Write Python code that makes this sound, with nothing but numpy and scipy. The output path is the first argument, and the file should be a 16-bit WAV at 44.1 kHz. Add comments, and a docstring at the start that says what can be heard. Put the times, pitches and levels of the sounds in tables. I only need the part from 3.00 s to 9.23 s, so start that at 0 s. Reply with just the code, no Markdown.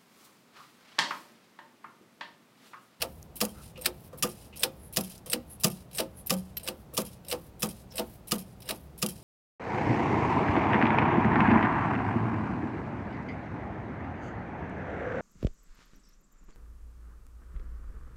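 """Hand pump tilting a truck cab

In an open yard, a steel lever knocks against its lower and upper stop in turn, each knock blooming
in the chassis. Between knocks the loose lever clicks and scrapes in its socket, the pivot squeaks,
the linkage clinks and oil hisses through the valves, over a distant traffic rumble."""
import sys
import numpy as np
from scipy import signal
from scipy.fft import rfft, irfft, next_fast_len
from scipy.io import wavfile

SR = 44100
rng = np.random.default_rng(int(sys.argv[2]) if len(sys.argv) > 2 else 0)


def to_wav(sig):
    """Store sig (one row per channel, or 1-D mono) as 16-bit WAV at the path in sys.argv[1].

    Samples outside -1..1 are clipped; the rate is SR.
    """
    pcm = np.clip(np.atleast_2d(sig), -1, 1) * 32767
    pcm = np.round(pcm).astype(np.int16)
    wavfile.write(sys.argv[1], SR, pcm.T)  # frames by channels


N = 274743
TIME = np.arange(N) / SR

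# Lever hits on the lower stop; each layer trims these levels (time [s], crack [dB], frame thump [dB],
# panel clonk [dB], clang [dB], slip lead [s], slip [dB], seating delay [s])
LOWER_HITS = [(0.0175, -20.5, -55, -37.5, -25, 0.028, -70, 0.0045),
              (0.8566, -17.5, -77, -38, -28, 0.045, -31.5, 0.0033),
              (1.6326, -16, -48, -36.5, -24.5, 0.039, -29.5, 0.0021),
              (2.3305, -19.5, -35, -33.5, -28.5, 0.032, -26, 0.0016),
              (2.983, -21.5, -39, -28.5, -22.5, 0.035, -29, 0.018),
              (3.675, -25, -41, -39.5, -28.5, 0.043, -36, 0.009),
              (4.3125, -25, -39.5, -36.5, -24, 0.029, -29, 0.0126),
              (4.9801, -26, -38.5, -30, -23, 0.024, -29.5, 0.013),
              (5.6885, -23.5, -39.5, -35, -25, 0.033, -45, 0.018)]
# Lever hits on the upper stop, trimmed likewise (time [s], crack [dB], first touch [dB],
# frame thump [dB], panel clonk [dB], play click lead [s], play click [dB])
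UPPER_HITS = [(0.4122, -13, -27.5, -32.5, -28, 0.057, -39), (1.2321, -16, -19, -33.5, -27.5, 0.058, -44.5),
              (1.9696, -12.5, -27.5, -26, -30.5, 0.045, -39.5),
              (2.643, -10.5, -22.5, -26.5, -29.5, 0.046, -42),
              (3.304, -14.5, -25.5, -25.5, -28.5, 0.044, -39.5),
              (3.976, -15, -28.5, -30.5, -28.5, 0.04, -39.5),
              (4.629, -15.5, -29.5, -27, -29.5, 0.0352, -42.5), (5.3184, -15, -29, -26, -29, 0.047, -41),
              (6.0257, -16, -31, -27.5, -31.5, 0.049, -43.5)]
# Chassis modes (pitch [Hz], upper-stop gain [dB], lower-stop gain [dB], t60 [s], build-up [s])
CHASSIS_MODES = [(162, -1.5, -14, 0.06, 0.01), (187, -12.5, -28, 0.33, 0.054),
                 (213.2, -1.5, -0.5, 0.11, 0.026), (241.4, -27.5, -6, 0.14, 0.045),
                 (309.2, -25.5, -13.5, 0.11, 0.14), (357.1, -14.5, -13, 0.11, 0.046),
                 (490.3, -5.5, 1, 0.16, 0.0086), (530.5, -17, -9.5, 0.17, 0.03),
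                 (647.3, -9.5, -7, 0.16, 0.0044), (690.6, -21.5, -17.5, 0.21, 0.0054),
                 (779, -12.5, -12.5, 0.16, 0.0093), (889.4, -15.5, -13.5, 0.11, 0.023),
                 (1200, 3, -12.5, 0.057, 0.0029)]
# Resonances of the lever, its socket and the rattling linkage (centre [Hz], width [Hz], boost [dB])
LEVER_PEAKS = [(2630, 780, 5.5), (2926, 240, 2), (3240, 99, 1), (3930, 280, 3.5), (5010, 280, 3.5),
               (9200, 160, 7.5)]
SOCKET_PEAKS = [(5460, 120, 10), (8600, 230, 4.5), (10450, 290, 8.5), (11700, 390, 6)]
RATTLE_PEAKS = [(2560, 280, 7.5), (3180, 130, 14.5), (4870, 100, 4.5)]
# EQ curves of bright steel hits and of hollow panels (frequency [Hz], relative level [dB])
BRIGHT_EQ = [(700, -7.5), (1700, -7), (2600, -6), (4500, 1), (7300, 0.5), (8300, 0), (11000, 10.5),
             (13500, 5.5), (16000, 4)]
PANEL_EQ = [(150, -33.5), (230, 5), (520, 8), (850, -1.5), (1250, -1), (1600, -10.5), (5000, -20)]

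GRAZE_S = 0.011   # the lever grazes the lower stop this long before it lands
BOUNCE_S = 0.0095   # each click of the play bounces once, this much later
CHINK_HZ = (8400, 13400)   # range in which the small joints ping


def from_db(db):
    """Decibels to gain."""
    return 10 ** (np.asarray(db) / 20)


def noise():
    """White noise, rms 1."""
    return rng.standard_normal(N)


def grit(spread_db):
    """Noise of many tiny contacts of uneven size, rms 1."""
    grains = noise() * from_db(spread_db * np.clip(noise(), -2, 2))
    return grains / grains.std()


def flicker(spread_db, per_s):
    """A gain that jumps about at random, so many times a second."""
    return from_db(spread_db * np.interp(TIME * per_s, np.arange(N), np.clip(noise(), -2, 2)))


def colour(x, eq, peaks=()):
    """Causal EQ: a smooth curve plus resonance peaks; white noise keeps its level."""
    size = 2 * next_fast_len(N // 2 + SR // 4)
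    hz = np.maximum(np.arange(size // 2 + 1) * SR / size, 1)
    points = np.array(eq)
    db = np.interp(np.log(hz), np.log(points[:, 0]), points[:, 1])
    for centre, width, height in peaks:
        db = db + height / (1 + (2 * (hz - centre) / width) ** 2)
    gain = from_db(db)
    cepstrum = irfft(np.log(gain / np.sqrt(np.mean(gain ** 2))))
    cepstrum[1:size // 2] *= 2   # minimum phase: no ringing ahead of a hit
    cepstrum[size // 2 + 1:] = 0
    return irfft(rfft(x, size) * np.exp(rfft(cepstrum)))[:N]


def pitched_noise(hz, width_hz):
    """Noise in one resonance, rms 1."""
    radius = np.exp(-np.pi * width_hz / SR)
    band = signal.lfilter([1, 0, -1], [1, -2 * radius * np.cos(2 * np.pi * hz / SR), radius ** 2], noise())
    return band / band.std()


def swell(build_s, t60):
    """Half a second of an envelope that builds up and dies away, peak 1."""
    t = TIME[:SR // 2]
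    shape = (1 - np.exp(-(t / build_s) ** 2)) * from_db(-60 * t / t60)
    return shape / shape.max()


def place(times, levels_db, shape):
    """One copy of a shape at each time, at its level."""
    out = np.zeros(N)
    for s, gain in zip(times, from_db(levels_db)):
        start = int(s * SR)
        if 0 <= start < N:
            out[start:start + len(shape)] += gain * shape[:N - start]
    return out


def strike_envelope(times, levels_db, build_s, t60):
    """The joint envelope of blows, each with its own build-up and decay."""
    blows = np.broadcast(times, levels_db, build_s, t60)
    return sum(place([s], [db], swell(build, decay)) for s, db, build, decay in blows)


def contact(times, body_db, treble_db, build_s, t60, split_hz=7500):
    """Steel chatters on steel: a gritty burst with separate body and treble levels."""
    force = grit(spread_db=3.5)
    body = signal.sosfilt(signal.butter(4, split_hz, "low", fs=SR, output="sos"), force)
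    treble = signal.sosfilt(signal.butter(4, split_hz, "high", fs=SR, output="sos"), force)
    body *= strike_envelope(times, body_db, build_s, t60)
    treble *= strike_envelope(times, treble_db, build_s, t60)
    return body + treble


def bounces(times, levels_db, gap_s, loss_db, count, vary_db=2):
    """Each touch starts a short, uneven run of bounces: their times and levels."""
    bounce = np.arange(count)
    late, size = rng.standard_normal((2, len(times), count))
    s = times[:, None] + gap_s * (bounce + 0.18 * late * (bounce > 0))
    db = levels_db[:, None] - loss_db * bounce + vary_db * size
    return s.ravel(), db.ravel()


def steel(force, ring_db, t60=0.014, count=170):
    """Many fine modes of the lever and its linkage ring on after each contact."""
    t = TIME[:SR // 5]
    hz = np.linspace(1500, 15500, count) + rng.uniform(-100, 100, count)
    ring = rng.standard_normal(count) @ np.sin(2 * np.pi * hz[:, None] * t) * from_db(-60 * t / t60)
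    return force + from_db(ring_db) * signal.fftconvolve(force, ring / np.linalg.norm(ring))[:N]


def pings(times, levels_db, low_hz, high_hz, t60, count=4):
    """The point of contact shifts, so each touch rings a few different modes."""
    t, shape = TIME[:SR // 2], swell(0.00057, t60)
    pitches = rng.uniform(low_hz, high_hz, (len(times), count))
    rings = (shape * np.sin(2 * np.pi * hz[:, None] * t).sum(0) for hz in pitches)
    return sum(place([s], [db], ring) for s, db, ring in zip(times, levels_db, rings))


def chassis(times, blows_db, modes_db, vary_db=3.5):
    """A blow spreads through the frame, so its modes bloom; load detunes them, the high ones most."""
    out, t = np.zeros(N), TIME[:SR // 2]
    for (hz, _, _, t60, build_s), mode_db in zip(CHASSIS_MODES, modes_db):
        register = np.searchsorted([280, 580], hz)   # blows_db holds low, mid and high levels
        shape = swell(build_s, t60)
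        variations = rng.standard_normal((len(times), 3))
        for s, blow_db, (softer, shift, phase) in zip(times, blows_db[register], variations):
            detuned_hz = hz * (1 + 1.3e-5 * hz * shift)
            mode = shape * np.sin(2 * np.pi * (detuned_hz * t + phase))
            out += place([s], [blow_db + mode_db - vary_db * softer], mode)
    return out


def traffic(level_db=-50.5):
    """A steady bed of far-off traffic rumble."""
    # Rumble EQ (frequency [Hz], relative level [dB])
    rumble_eq = [(20, -22), (40, -9), (66, 3), (95, -3.5), (165, -2), (280, -12.5), (720, -17),
                 (1600, -29.5), (3000, -34.5), (7000, -41.5)]
    return from_db(level_db) * colour(noise(), rumble_eq)


def lower_stop(cushion_db_per_s=266):
    """Cushioned by oil, the lever lands and snaps into its seat; the frame gives a hollow clang."""
    # Landing EQ (frequency [Hz], relative level [dB])
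    landing_eq = [(1000, -15.5), (1700, -5.5), (2100, -9), (2800, -5), (5500, -4.5), (6600, -16),
                  (8500, -4.5), (10500, 1), (16000, 1)]
    s, crack_db, thump_db, clonk_db, clang_db, _, slip_db, seat_s = np.transpose(LOWER_HITS)
    graze = contact(s - GRAZE_S, crack_db - 14, slip_db - 9, 0.0012, t60=0.04)
    # the longer the oil holds the lever back, the longer it grinds and the softer it seats
    landing = contact(s, crack_db + 2, crack_db - 10, 0.00067, t60=0.062 + 2.8 * seat_s)
    snap_db = crack_db + 7.5 - cushion_db_per_s * seat_s
    snap = contact(s + seat_s, snap_db, snap_db - 10, 0.00089 + seat_s / 10, t60=0.02)
    panels = colour(noise() * place(s, clang_db - 13, swell(0.014, 0.16)), PANEL_EQ, [(200, 310, -2.5)])
    frame = chassis(s + seat_s / 2, [thump_db, clonk_db + 1, clang_db - 7], np.array(CHASSIS_MODES)[:, 2])
    lever = colour(steel(graze + landing + snap, ring_db=-38), landing_eq, LEVER_PEAKS)
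    return lever + panels + frame


def socket(loose_s=0.0364, judder_s=0.011):
    """The loose lever clicks, slips, scrapes and knocks in its socket."""
    # Stray mid-stroke clicks (time [s], body [dB], treble [dB])
    stray_clicks = [(3.5694, -30.5, -39), (5.603, -52, -48)]
    # Dull handle knocks (time [s], level [dB])
    handle_knocks = [(0.775, -46), (1.128, -40.5), (2.259, -43.5), (3.93, -45)]
    # Click and scrape EQ (frequency [Hz], relative level [dB])
    click_eq = [(1400, -9), (2700, 2), (5400, 1.5), (6600, -8.5), (9000, -3.5), (11500, 2), (16000, -0.5)]
    scrape_eq = [(400, -21.5), (510, 25), (700, 9), (1400, -6), (2700, -6), (5400, -2.5), (6600, -20),
                 (8600, -8.5), (16000, -7.5)]
    # before the upper stop, the play is taken up with a click and a bounce
    upper_s, *_, play_lead_s, play_db = np.transpose(UPPER_HITS)
    play = contact(upper_s - play_lead_s, play_db - 17, play_db, 0.002, t60=0.051)
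    bounce = contact(upper_s - play_lead_s + BOUNCE_S, play_db - 11, play_db, 0.001, t60=0.13)
    # before the lower stop, the lever ticks loose, then slips in ringing jerks
    lower_s, *_, slip_lead_s, slip_db, _ = np.transpose(LOWER_HITS)
    slip_s = lower_s - slip_lead_s
    tick_s, tick_db = bounces(slip_s - loose_s, np.full(len(slip_s), -48), 0.016, loss_db=7.5, count=2)
    loose = contact(tick_s, tick_db, tick_db - 1, 0.0015, t60=0.038)
    jerk_s, jerk_db = bounces(slip_s, slip_db - 7, judder_s, loss_db=1.5, count=3)
    slip = contact(jerk_s, jerk_db - 7, jerk_db, 0.0008, t60=0.021)
    chirps = pings(jerk_s, jerk_db - 7, *CHINK_HZ, t60=0.035, count=3)
    strays = contact(*np.transpose(stray_clicks), 0.00091, t60=0.031)
    pressure = sum(np.interp(TIME - s, [-0.085, -0.005, 0.006], [0, 1, 0]) ** 2 for s in lower_s)
    friction = from_db(-46) * pressure * flicker(spread_db=0.5, per_s=300) * noise()
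    scrape = colour(steel(friction, ring_db=-2, t60=0.072), scrape_eq, LEVER_PEAKS + SOCKET_PEAKS)
    thuds = noise() * place(*np.transpose(handle_knocks), swell(0.0013, 0.18))
    knocks = colour(thuds, PANEL_EQ, [(506, 63, 16.8), (1200, 250, 7.5)])
    clicks = steel(play + bounce + loose + slip + strays, ring_db=-9.5, t60=0.073)
    return colour(clicks, click_eq, LEVER_PEAKS + SOCKET_PEAKS) + chirps + scrape + knocks


def pivot(slip_hz=8720, graze_hz=8100):
    """Brief, rough stick-slip squeaks: a falling pair before each lower stop, and a few on their own."""
    # Lone squeaks and groans (time [s], pitch [Hz], level [dB], nominal length [s])
    lone_squeaks = [(0.547, 1280, -58.5, 0.093), (0.756, 2670, -50, 0.032), (1.526, 2660, -51.5, 0.033),
                    (3.268, 12900, -33.5, 0.012), (3.568, 12700, -32, 0.017), (4.905, 5400, -52.5, 0.025),
                    (5.616, 5500, -55, 0.015)]
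    pairs = [(s - lead_s, hz, slip_db - 11, slip_lead_s / 2)
             for s, *_, slip_lead_s, slip_db, _ in LOWER_HITS
             for lead_s, hz in ((slip_lead_s, slip_hz), (GRAZE_S, graze_hz))]
    out = np.zeros(N)
    for s, hz, db, length in pairs + lone_squeaks:
        envelope = np.interp(TIME - s, [0, 0.003, length / 2, length * 1.3], [0, 1, 1, 0])
        out += from_db(db) * pitched_noise(hz, width_hz=170) * envelope
    return out


def linkage(clang_hz=(2513, 5584)):
    """Each stop rings the lever; loose joints clink and rattle, and ping as the play is taken up."""
    # Clinks of the loose joints (time [s], level [dB])
    joint_clinks = [(0.483, -43.5), (1.289, -39.5), (1.564, -40), (2.036, -36.5), (2.098, -41),
                    (2.26, -38.5), (2.7, -39), (2.931, -40), (3.365, -39.5), (4.05, -38.5), (4.688, -36),
                    (5.381, -37), (5.746, -45.5), (6.086, -34)]
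    upper_s, *_, play_lead_s, play_db = np.transpose(UPPER_HITS)
    stop_s, crack_db = np.transpose([hit[:2] for hit in UPPER_HITS + LOWER_HITS])
    ring = pings(stop_s, crack_db - 21.5, *clang_hz, t60=0.05, count=10)
    play = pings(upper_s - play_lead_s + BOUNCE_S, play_db - 4.5, *CHINK_HZ, t60=0.046)
    s, db = bounces(*np.transpose(joint_clinks), gap_s=0.0091, loss_db=4, count=5)
    touches = contact(s, db - 4.5, db - 8.5, 0.001, t60=0.06)
    clinks = colour(touches, BRIGHT_EQ, LEVER_PEAKS + SOCKET_PEAKS + RATTLE_PEAKS)
    return ring + play + clinks + pings(s, db - 10.5, *CHINK_HZ, t60=0.039)


def flow(from_hits, to_hits, hiss, end_lead_s, fade_s=0.076):
    """Hiss envelope: oil flows from each stop until the lever slows before the opposite one."""
    ends = np.array([s - end_lead_s for s, *_ in to_hits] + [np.inf])
    ramps = (np.minimum(TIME - s, ends[ends > s][0] - TIME) / fade_s for s, *_ in from_hits)
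    running = sum(np.clip(ramp, 0, 1) ** 2 for ramp in ramps)
    return running * from_db(np.interp(TIME, *np.transpose(hiss)))


def oil():
    """Oil sizzles during each stroke, and on some return strokes the inlet valve sings."""
    # Hiss as oil is drawn in and pressed out (time [s], level [dB])
    draw_hiss = [(0.201, -61.5), (.29, -70), (.9, -64), (1.08, -57), (1.12, -69), (1.799, -66), (3.15, -70),
                 (4.45, -59.5), (5.149, -57.5), (5.8, -63.5), (5.9, -68)]
    press_hiss = [(.53, -60.5), (.68, -55), (1.4, -57), (2.15, -53), (2.8, -58), (3.45, -64.5),
                  (4.1, -59.5), (4.75, -60), (5.45, -65), (6.1, -57.5)]
    # Hiss EQ (frequency [Hz], relative level [dB])
    hiss_eq = [(1500, -6.5), (3000, 0.5), (5200, 4.5), (6600, 1), (10500, 7.5), (16000, -1)]
    # Swells of the singing inlet valve (peak time [s], level [dB], half length [s])
    valve_swells = [(1.85, -55.5, 0.042), (2.525, -48, 0.028), (3.193, -50.5, 0.03)]
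    sizzle = grit(spread_db=5) * flicker(spread_db=2.5, per_s=150)
    drawing = flow(LOWER_HITS, UPPER_HITS, draw_hiss, end_lead_s=0.086)
    pressing = flow(UPPER_HITS, LOWER_HITS, press_hiss, end_lead_s=0.096)
    drawn = colour(drawing * sizzle, hiss_eq, [(6750, 14000, -16)])   # a wide scoop sounds hollower
    pressed = colour(pressing * sizzle, hiss_eq, LEVER_PEAKS)
    opening = sum(from_db(db) * np.exp(-((TIME - s) / half) ** 2) for s, db, half in valve_swells)
    singing = colour(opening * sizzle, [(7800, -27), (10800, -2.5), (13800, -24.5)])
    return drawn + pressed + singing


def check_valve():
    """The check valve snaps shut with a dry tick."""
    # Valve closures (time [s], level [dB])
    closures = [(0.2277, -40.5), (2.12, -44), (2.179, -40.5)]
    ticks = noise() * place(*np.transpose(closures), swell(0.00044, 0.0051))
    return colour(ticks, [(2500, -20), (5500, 8), (16000, -5)])


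def upper_stop(touch_lead_s=0.00782, rebound_s=0.0155):
    """A light first touch, the full crack, a scattered rattle as the lever rebounds, and a deep thump."""
    s, crack_db, touch_db, thump_db, clonk_db, _, _ = np.transpose(UPPER_HITS)
    touch = contact(s - touch_lead_s, touch_db + 3.5, touch_db - 5.5, 0.00054, t60=0.075)
    crack = contact(s, crack_db + 0.44, crack_db - 10, 0.00028, t60=0.041)
    bounce_s, bounce_db = bounces(s + rebound_s, crack_db - 20, 0.005, loss_db=1.5, count=6, vary_db=6.5)
    rebound = contact(bounce_s, bounce_db + 1.5, bounce_db, 0.00021, t60=0.018)
    panels = colour(noise() * place(s, clonk_db - 3, swell(0.0058, 0.17)), PANEL_EQ)
    frame = chassis(s, [thump_db - 0.5, clonk_db, crack_db - 19], np.array(CHASSIS_MODES)[:, 1])
    rattle = colour(steel(rebound, ring_db=-10.5, t60=0.06), BRIGHT_EQ, LEVER_PEAKS + RATTLE_PEAKS)
    lever = colour(steel(touch + crack, ring_db=-9), BRIGHT_EQ, LEVER_PEAKS)
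    return lever + rattle + panels + frame


def yard(x, echo_db=-25, t60=0.27):
    """Walls and parked trucks scatter a faint, dull tail."""
    tail = swell(0.018, t60) * rng.standard_normal(SR // 2)
    wet = signal.fftconvolve(x, tail / np.linalg.norm(tail))[:N]
    return from_db(echo_db) * colour(wet, [(100, 19), (600, 2.5), (3000, -2.5), (16000, -15.5)])


def scene():
    """Mono mix: the pump's metalwork and its yard echo, with oil hiss and traffic underneath."""
    pump = upper_stop() + lower_stop() + socket() + linkage() + pivot() + check_valve()
    return (pump + yard(pump) + oil() + traffic())[None]


def record(dry, cutoff_hz=16050):
    """A steep low-pass trims the very top."""
    return signal.sosfilt(signal.ellip(12, 0.1, 80, cutoff_hz, fs=SR, output="sos"), dry)


dry = scene()
out = record(dry)
to_wav(out)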